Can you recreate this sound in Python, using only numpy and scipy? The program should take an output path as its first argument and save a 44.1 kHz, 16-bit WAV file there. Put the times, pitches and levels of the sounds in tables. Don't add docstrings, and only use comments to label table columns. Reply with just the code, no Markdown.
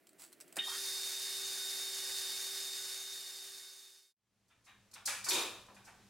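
import sys
import numpy as np
from scipy import signal
from scipy.fft import rfft, irfft, next_fast_len
from scipy.io import wavfile
from scipy.ndimage import map_coordinates

SR = 44100
rng = np.random.default_rng(int(sys.argv[2]) if len(sys.argv) > 2 else 0)


def transcribe(u):
    v = np.clip(np.atleast_2d(u).T, -1, 1)
    q = np.round(v * 32767).astype(np.int16)
    wavfile.write(sys.argv[1], SR, q)


N = 268693
TIME = np.arange(N) / SR
ENGAGE_S = 0.563


def amp(db):
    return 10 ** (np.asarray(db) / 20)


def unit(x):
    return x / np.sqrt(np.mean(x ** 2) + 1e-20)


def along(points, hz):
    f, v = np.transpose(points)
    return np.interp(np.log(hz + 1), np.log(f + 1), v)


def over_time(points):
    s, v = np.transpose(points)
    return np.interp(TIME, s, v)


def ramp(start, length):
    return np.clip((TIME - start) / length, 0, 1)


def wobble(rate):
    knots = rng.standard_normal(int(N * rate / SR) + 4)
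    return map_coordinates(knots, [TIME * rate])


def ripple(hz, spacing_hz):
    return map_coordinates(rng.standard_normal(1024), [hz / spacing_hz], mode="mirror")


def noise(colour_db, alike, size=N):
    m = next_fast_len(size)
    hz = np.fft.rfftfreq(m, 1 / SR)
    turn = np.arccos(np.clip(along(alike, hz), -1, 1)) / 2
    spectra = rfft(rng.standard_normal((2, m))) * amp(colour_db(hz))
    mid, side = irfft(spectra * [np.cos(turn), np.sin(turn)], m)[:, :size]
    return unit(np.array([mid + side, mid - side]))


def rush(spectrum, alike, size=N):
    return noise(lambda hz: along(spectrum, hz), alike, size)


def tones(lines, flutter, drift, rate):
    knots = np.arange(int(N * rate / SR) + 2) / rate

    def waver():
        return np.interp(TIME, knots, rng.standard_normal(len(knots)))

    total = np.zeros(N)
    for hz, db in lines:
        strength = 1 + flutter * waver()
        wave = np.sin(2 * np.pi * hz * TIME + drift * waver())
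        total += amp(db) * unit(strength * wave)
    return total


def blow(rise, t60):
    t = TIME[:SR]
    attack = np.sin(np.pi / 2 * np.minimum(t / rise, 1)) ** 2
    return attack * amp(-60 * np.maximum(t - rise, 0) / t60)


def ring(modes, rise, scatter_db):
    total = np.zeros(SR)
    for hz, db, t60 in modes:
        strength = amp(db + scatter_db * rng.normal())
        wave = np.sqrt(2) * np.sin(2 * np.pi * (hz * TIME[:SR] + rng.random()))
        total += strength * blow(rise, t60) * wave
    return total


def damped(x, treble_loss):
    hz, t, z = signal.stft(x, SR, nperseg=128)
    loss_db = treble_loss * t * (hz[:, None] / 1e4) ** 2
    return signal.istft(z * amp(-loss_db), SR, nperseg=128)[1]


def add(track, s, sound):
    part = track[:, round(s * SR):][:, :sound.shape[-1]]
    part += sound[..., :part.shape[-1]]


# (per Hz, relative)
SHOP_COLOUR = [(30, -11), (55, -4), (85, -6.5), (115, 5), (155, -9), (200, 0), (260, -9), (500, -12),
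               (1300, -15.5), (2000, -16.5), (6500, -19), (11000, -24), (15000, -31)]
# pitch_hz, level_db (rms)
MAINS_HUM = [(100, -78), (199, -74.5)]
# pitch_hz, likeness (1 = same)
SHOP_LIKENESS = [(120, 0.9), (300, 0.82), (1000, .95), (2200, 0.91), (4200, 0.79), (7500, 0.43),
                 (11000, -0.13)]


def workshop(level_db=-64):
    hum = unit(amp(3 * wobble(11))) * tones(MAINS_HUM, flutter=0.6, drift=0.9, rate=18)
    return amp(level_db + 0.67 * wobble(8.7)) * rush(SHOP_COLOUR, SHOP_LIKENESS) + hum


# start_s, level_db, clink_db and thud_db (both relative to level_db),
# contact_s (how long the touch lasts), tilt_db (treble per octave)
KNOCK_LIST = [(4.475, -70, -7, -24, .014, 2), (4.634, -59, -7, -26.5, 0.027, 2),
              (4.913, -64, 2.5, -23, 0.0016, 0.5), (4.933, -59.5, 3, -31.5, 0.0047, 11),
              (4.939, -53, 5, -27, 0.00071, -2), (5.053, -38.5, 4.5, -26, .007, 1),
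              (5.238, -45.5, 5.5, -6, 0.0093, -1.5), (5.285, -36, 6, -9.5, .004, 12.5),
              (5.325, -35.5, -1, -6, .01, 10.5), (5.380, -46, 3.5, -4, .012, 5.5),
              (5.666, -57.5, -9.5, -9, .0008, -10), (5.742, -59.5, -4, -17, 0.006, -3),
              (5.836, -57, -3, -18, .022, -5)]
# (per Hz, relative)
CLINK_COLOUR = [(2500, -24), (3700, -11), (4400, 0), (5050, 0.5), (5600, -1.5), (6400, 0), (7200, -1.5),
                (7700, -1), (8800, -1), (9800, -3.5), (11000, -3), (13000, -10.5), (15800, -14.5)]
# (per Hz, relative)
CASING_COLOUR = [(300, -23), (570, -7.5), (900, 0.5), (1400, 3), (1700, 3.5), (2100, -0.5), (2500, 2),
                 (3100, -4.5), (3800, -1), (4300, -14.5), (7000, -26)]
# (per Hz, relative)
THUD_COLOUR = [(50, -44), (110, -11.5), (170, -26), (260, -8.5), (330, -4), (480, -1), (700, -5),
               (1200, -4), (2500, -27.5)]
# pitch_hz, level_db (relative to the thud), t60_s
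MACHINE_MODES = [(310, -10, .45), (340, -12, .45), (372, -11, .45), (478, -15, .5), (900, -14, .35),
                 (958, -7, .36), (2223, -12, .35), (3690, -11, .28), (3788, -9, .28)]
CLINK_T60_S, CASING_T60_S, FULL_BLOW_DB = 0.54, 0.56, -40.5
CLINK_HALVING_DB, CASING_HALVING_DB = 46, 71
GLANCE_S = 0.0045


def knocks(casing_lag=0.018, thud_lag=0.026, ripple_db=3):
    out = np.zeros((2, N))

    def octaves(hz):
        return np.log2(np.clip(hz, 600, 4500) / 600)

    for s, db, clink_db, thud_db, rise, tilt_db in KNOCK_LIST:
        firmness = min(rise / GLANCE_S, 1)
        force_db = db - FULL_BLOW_DB
        clink_t60 = CLINK_T60_S * firmness * 2 ** (force_db / CLINK_HALVING_DB)
        casing_t60 = CASING_T60_S * firmness ** 0.13 * 2 ** (force_db / CASING_HALVING_DB)

        def clink_colour(hz):
            return along(CLINK_COLOUR, hz) + ripple_db * ripple(hz, spacing_hz=170.1)

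        clink = blow(rise, clink_t60) * noise(clink_colour, SHOP_LIKENESS, size=SR)
        add(out, s, amp(db + clink_db) * damped(clink, treble_loss=18))

        def casing_colour(hz):
            return along(CASING_COLOUR, hz) + tilt_db * octaves(hz) + ripple_db * ripple(hz, spacing_hz=90.2)

        casing = blow(rise * 1.48, casing_t60) * noise(casing_colour, SHOP_LIKENESS, size=SR)
        add(out, s + casing_lag, amp(db) * casing)

        modes = [(hz, level + min(tilt_db, 0) * octaves(hz), t60) for hz, level, t60 in MACHINE_MODES]
        bed = blow(rise + 0.022, casing_t60) * rush(THUD_COLOUR, SHOP_LIKENESS, size=SR)
        add(out, s + thud_lag, amp(db + thud_db) * (bed + ring(modes, rise=0.017, scatter_db=6.0)))
    return out * amp(0.43 * wobble(280))


# (per Hz, relative)
SPINDLE_COLOUR = [(30, -22), (100, -12.5), (170, -2.5), (250, -1), (350, 7.5), (480, -6.5), (640, 0),
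                  (900, -14), (1900, -8), (3400, -16.5), (6000, -20.5), (10000, -17), (15000, -19)]
# time_s, level_db
SPINDLE_LEVEL = [(0, -70), (.5, -64), (1, -67)]
# pitch_hz, likeness (1 = same)
LATHE_LIKENESS = [(120, 0.34), (260, 0.68), (500, 0.84), (1000, 0.81), (2000, 0.89), (4200, 0.93),
                  (7500, 0.9), (12000, 0.77)]


def spindle():
    level_db = over_time(SPINDLE_LEVEL) + 1.2 * wobble(12)
    return amp(level_db) * rush(SPINDLE_COLOUR, LATHE_LIKENESS)


# (per Hz, relative)
STEEL_COLOUR = [(400, -14), (900, -5), (2300, -4), (3300, -6.5), (4500, -3.5), (6500, -5.5), (7900, 5),
                (9300, -1.5), (10500, -2.5), (13000, -7), (15800, -5.5)]
SLIDE_S, SLIDE_HOLD_S, SLIDE_DB = 0.18, 0.059, -54
SLIDE_RISE_S, SLIDE_T60_S = 0.018, 0.25


def slide(grain_db=2):
    release = amp(-60 * np.maximum(TIME - SLIDE_S - SLIDE_HOLD_S, 0) / SLIDE_T60_S)
    slips = unit(amp(grain_db * wobble(430)) * rush(STEEL_COLOUR, LATHE_LIKENESS))
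    return amp(SLIDE_DB) * ramp(SLIDE_S, SLIDE_RISE_S) * release * slips


# start_s, level_db, t60_s
CONTROL_CLICKS = [(.069, -55.5, .04), (.091, -53.5, 0.021), (0.13, -62, 0.023), (.219, -45.5, 0.018),
                  (.237, -49.5, .05), (.321, -56, .016), (.327, -50.5, 0.047), (.402, -46, 0.0099),
                  (0.408, -46, 0.059), (.478, -57.5, .04), (.525, -48, 0.026), (0.557, -47.5, 0.24),
                  (.567, -34.5, 0.046)]


def controls(echo_db=-17, echo_t60=0.12, ripple_db=3):
    out = np.zeros((2, N))

    def steel_colour(hz):
        return along(STEEL_COLOUR, hz) + ripple_db * ripple(hz, spacing_hz=360)

    for s, db, t60 in CONTROL_CLICKS:
        echo = amp(echo_db) * blow(0.016, echo_t60)
        shape = np.hypot(blow(0.0015, t60), echo)
        add(out, s, amp(db) * shape * noise(steel_colour, LATHE_LIKENESS, size=SR))
    return out


# delay_s, pitch_hz, width_hz, level_db, t60_s
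JOLT_BANDS = [(0.011, 260, 130, -51, 0.18), (0.0031, 700, 300, -45.5, 0.15), (0.0071, 1690, 790, -42, 0.19),
              (0.022, 2900, 1200, -40.5, 0.22)]
# pitch_hz, level_db, t60_s
ENTRY_MODES = [(3685, -32, .075), (2920, -42, .15)]
MESH_START_HZ, MESH_CLIMB_HZ_PER_S, MESH_TOP_HZ = 400, 5400, 1720
WHIRR_DB, WHIRR_PEAK_S, WHIRR_WIDTH_S = -50, 0.742, 0.067


def engage():
    out = np.zeros((2, N))
    for delay, centre, width, db, t60 in JOLT_BANDS:
        def band_colour(hz):
            offset = (hz ** 2 - centre ** 2) / (width * (hz + 1))
            return -20 * np.log10(1 + offset ** 2)

        band = noise(band_colour, SHOP_LIKENESS, size=SR)
        add(out, ENGAGE_S + delay, amp(db) * blow(0.0022, t60) * band)
    add(out, ENGAGE_S + 0.023, ring(ENTRY_MODES, rise=0.0089, scatter_db=1.0))

    mesh_hz = np.clip(MESH_START_HZ + MESH_CLIMB_HZ_PER_S * (TIME - ENGAGE_S), MESH_START_HZ, MESH_TOP_HZ)
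    mesh = np.cos(2 * np.pi * np.cumsum(mesh_hz) / SR)
    swell = np.exp(-((TIME - WHIRR_PEAK_S) / WHIRR_WIDTH_S) ** 2)
    whirr = amp(4.0 * wobble(70)) * wobble(700) * mesh
    return out + amp(WHIRR_DB) * swell * unit(whirr)


# (per Hz, relative)
CHIP_COLOUR = [(60, -19.5), (190, -26.5), (330, -24), (500, -14.5), (900, -11), (1200, -12.5), (2300, -4.5),
               (3100, -5.5), (4100, -0.5), (5600, -0.5), (7500, -1), (10000, -1.5), (13000, -6),
               (15800, -10)]
# pitch_hz, width_hz, boost_db
BAR_PEAKS = [(1190, 250, 6), (1496, 69, 9), (1830, 200, 5.5), (3630, 230, 7), (4390, 110, 7.5),
             (4980, 420, 8.5), (6150, 130, 4.5), (7140, 350, 5), (8660, 260, 4), (9520, 53, 6),
             (11450, 260, 3)]
# pitch_hz, level_db (rms)
SQUEAL_TONE = [(3684, -45.5)]
# pitch_hz, level_db (rms)
WHINE_TONES = [(1484, -67.5), (2189, -66), (2904, -65.5), (3503, -64.5), (3863, -71), (4377, -62.5),
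               (4452, -63), (4526, -60), (5008, -57), (5253, -63.5), (5380, -69.5), (5936, -60.5),
               (6519, -59.5), (7005, -63.5), (7247, -70), (7424, -62), (8258, -65), (9432, -63),
               (11284, -69)]
# pitch_hz, level_db (rms)
CHATTER_TONES = [(1860, -54.5), (3214, -50.5), (3620, -51), (3712, -47.5)]
# pitch_hz, level_db (rms)
DRIVE_HUM = [(390, -61), (780, -73.5), (1170, -71.5), (1560, -68)]
BITE_S, BITE_DB = 0.14, 21
CONTACT_S, SETTLE_S = 0.585, 0.775
SWITCH_S = 0.0088
EARLY_WHINE = 0.65


def boring(hiss_db=-40.5, grain_db=1.0, ripple_db=2.5):
    cutting, settled = ramp(CONTACT_S, SWITCH_S), ramp(SETTLE_S, SWITCH_S)
    chip_db = BITE_DB * (ramp(ENGAGE_S, BITE_S) - 1)

    def chip_colour(hz):
        peaks = sum(db / (1 + (2 * (hz - centre) / width) ** 2) for centre, width, db in BAR_PEAKS)
        return along(CHIP_COLOUR, hz) + peaks + ripple_db * ripple(hz, spacing_hz=45.29)

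    slips = amp(grain_db * wobble(500) + 0.8 * wobble(24.64))
    hiss = amp(hiss_db + chip_db) * unit(slips * noise(chip_colour, LATHE_LIKENESS))

    squeal = tones(SQUEAL_TONE, flutter=0.063, drift=0.58, rate=16)
    whine = squeal + amp(chip_db) * tones(WHINE_TONES, flutter=1.0, drift=0.85, rate=20)
    chatter = tones(CHATTER_TONES, flutter=0.5, drift=0.7, rate=90)
    singing = settled * whine + (1 - settled) * (chatter + EARLY_WHINE * whine)

    hum = ramp(ENGAGE_S, 0.015) * tones(DRIVE_HUM, flutter=0.14, drift=0.11, rate=6.3)
    return cutting * (hiss + singing) + hum


# time_s, gain
LATHE_GAIN = [(2.36, 0.87), (4.135, 0)]
# time_s, gain
SHOP_GAIN = [(4.16, 0.01), (5.6, 0.89)]


def scene():
    lathe = (spindle() + controls() + slide() + engage() + boring()) * amp([[-0.65], [0.65]])
    shop = over_time(SHOP_GAIN) * workshop()
    return over_time(LATHE_GAIN) * lathe + shop + knocks() * amp([[0.2], [-0.2]])


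def record(dry):
    m = next_fast_len(N + SR // 2)
    kept = np.fft.rfftfreq(m, 1 / SR) < 15900
    return irfft(rfft(dry, m) * kept, m)[:, :N]


dry = scene()
out = record(dry)
transcribe(out)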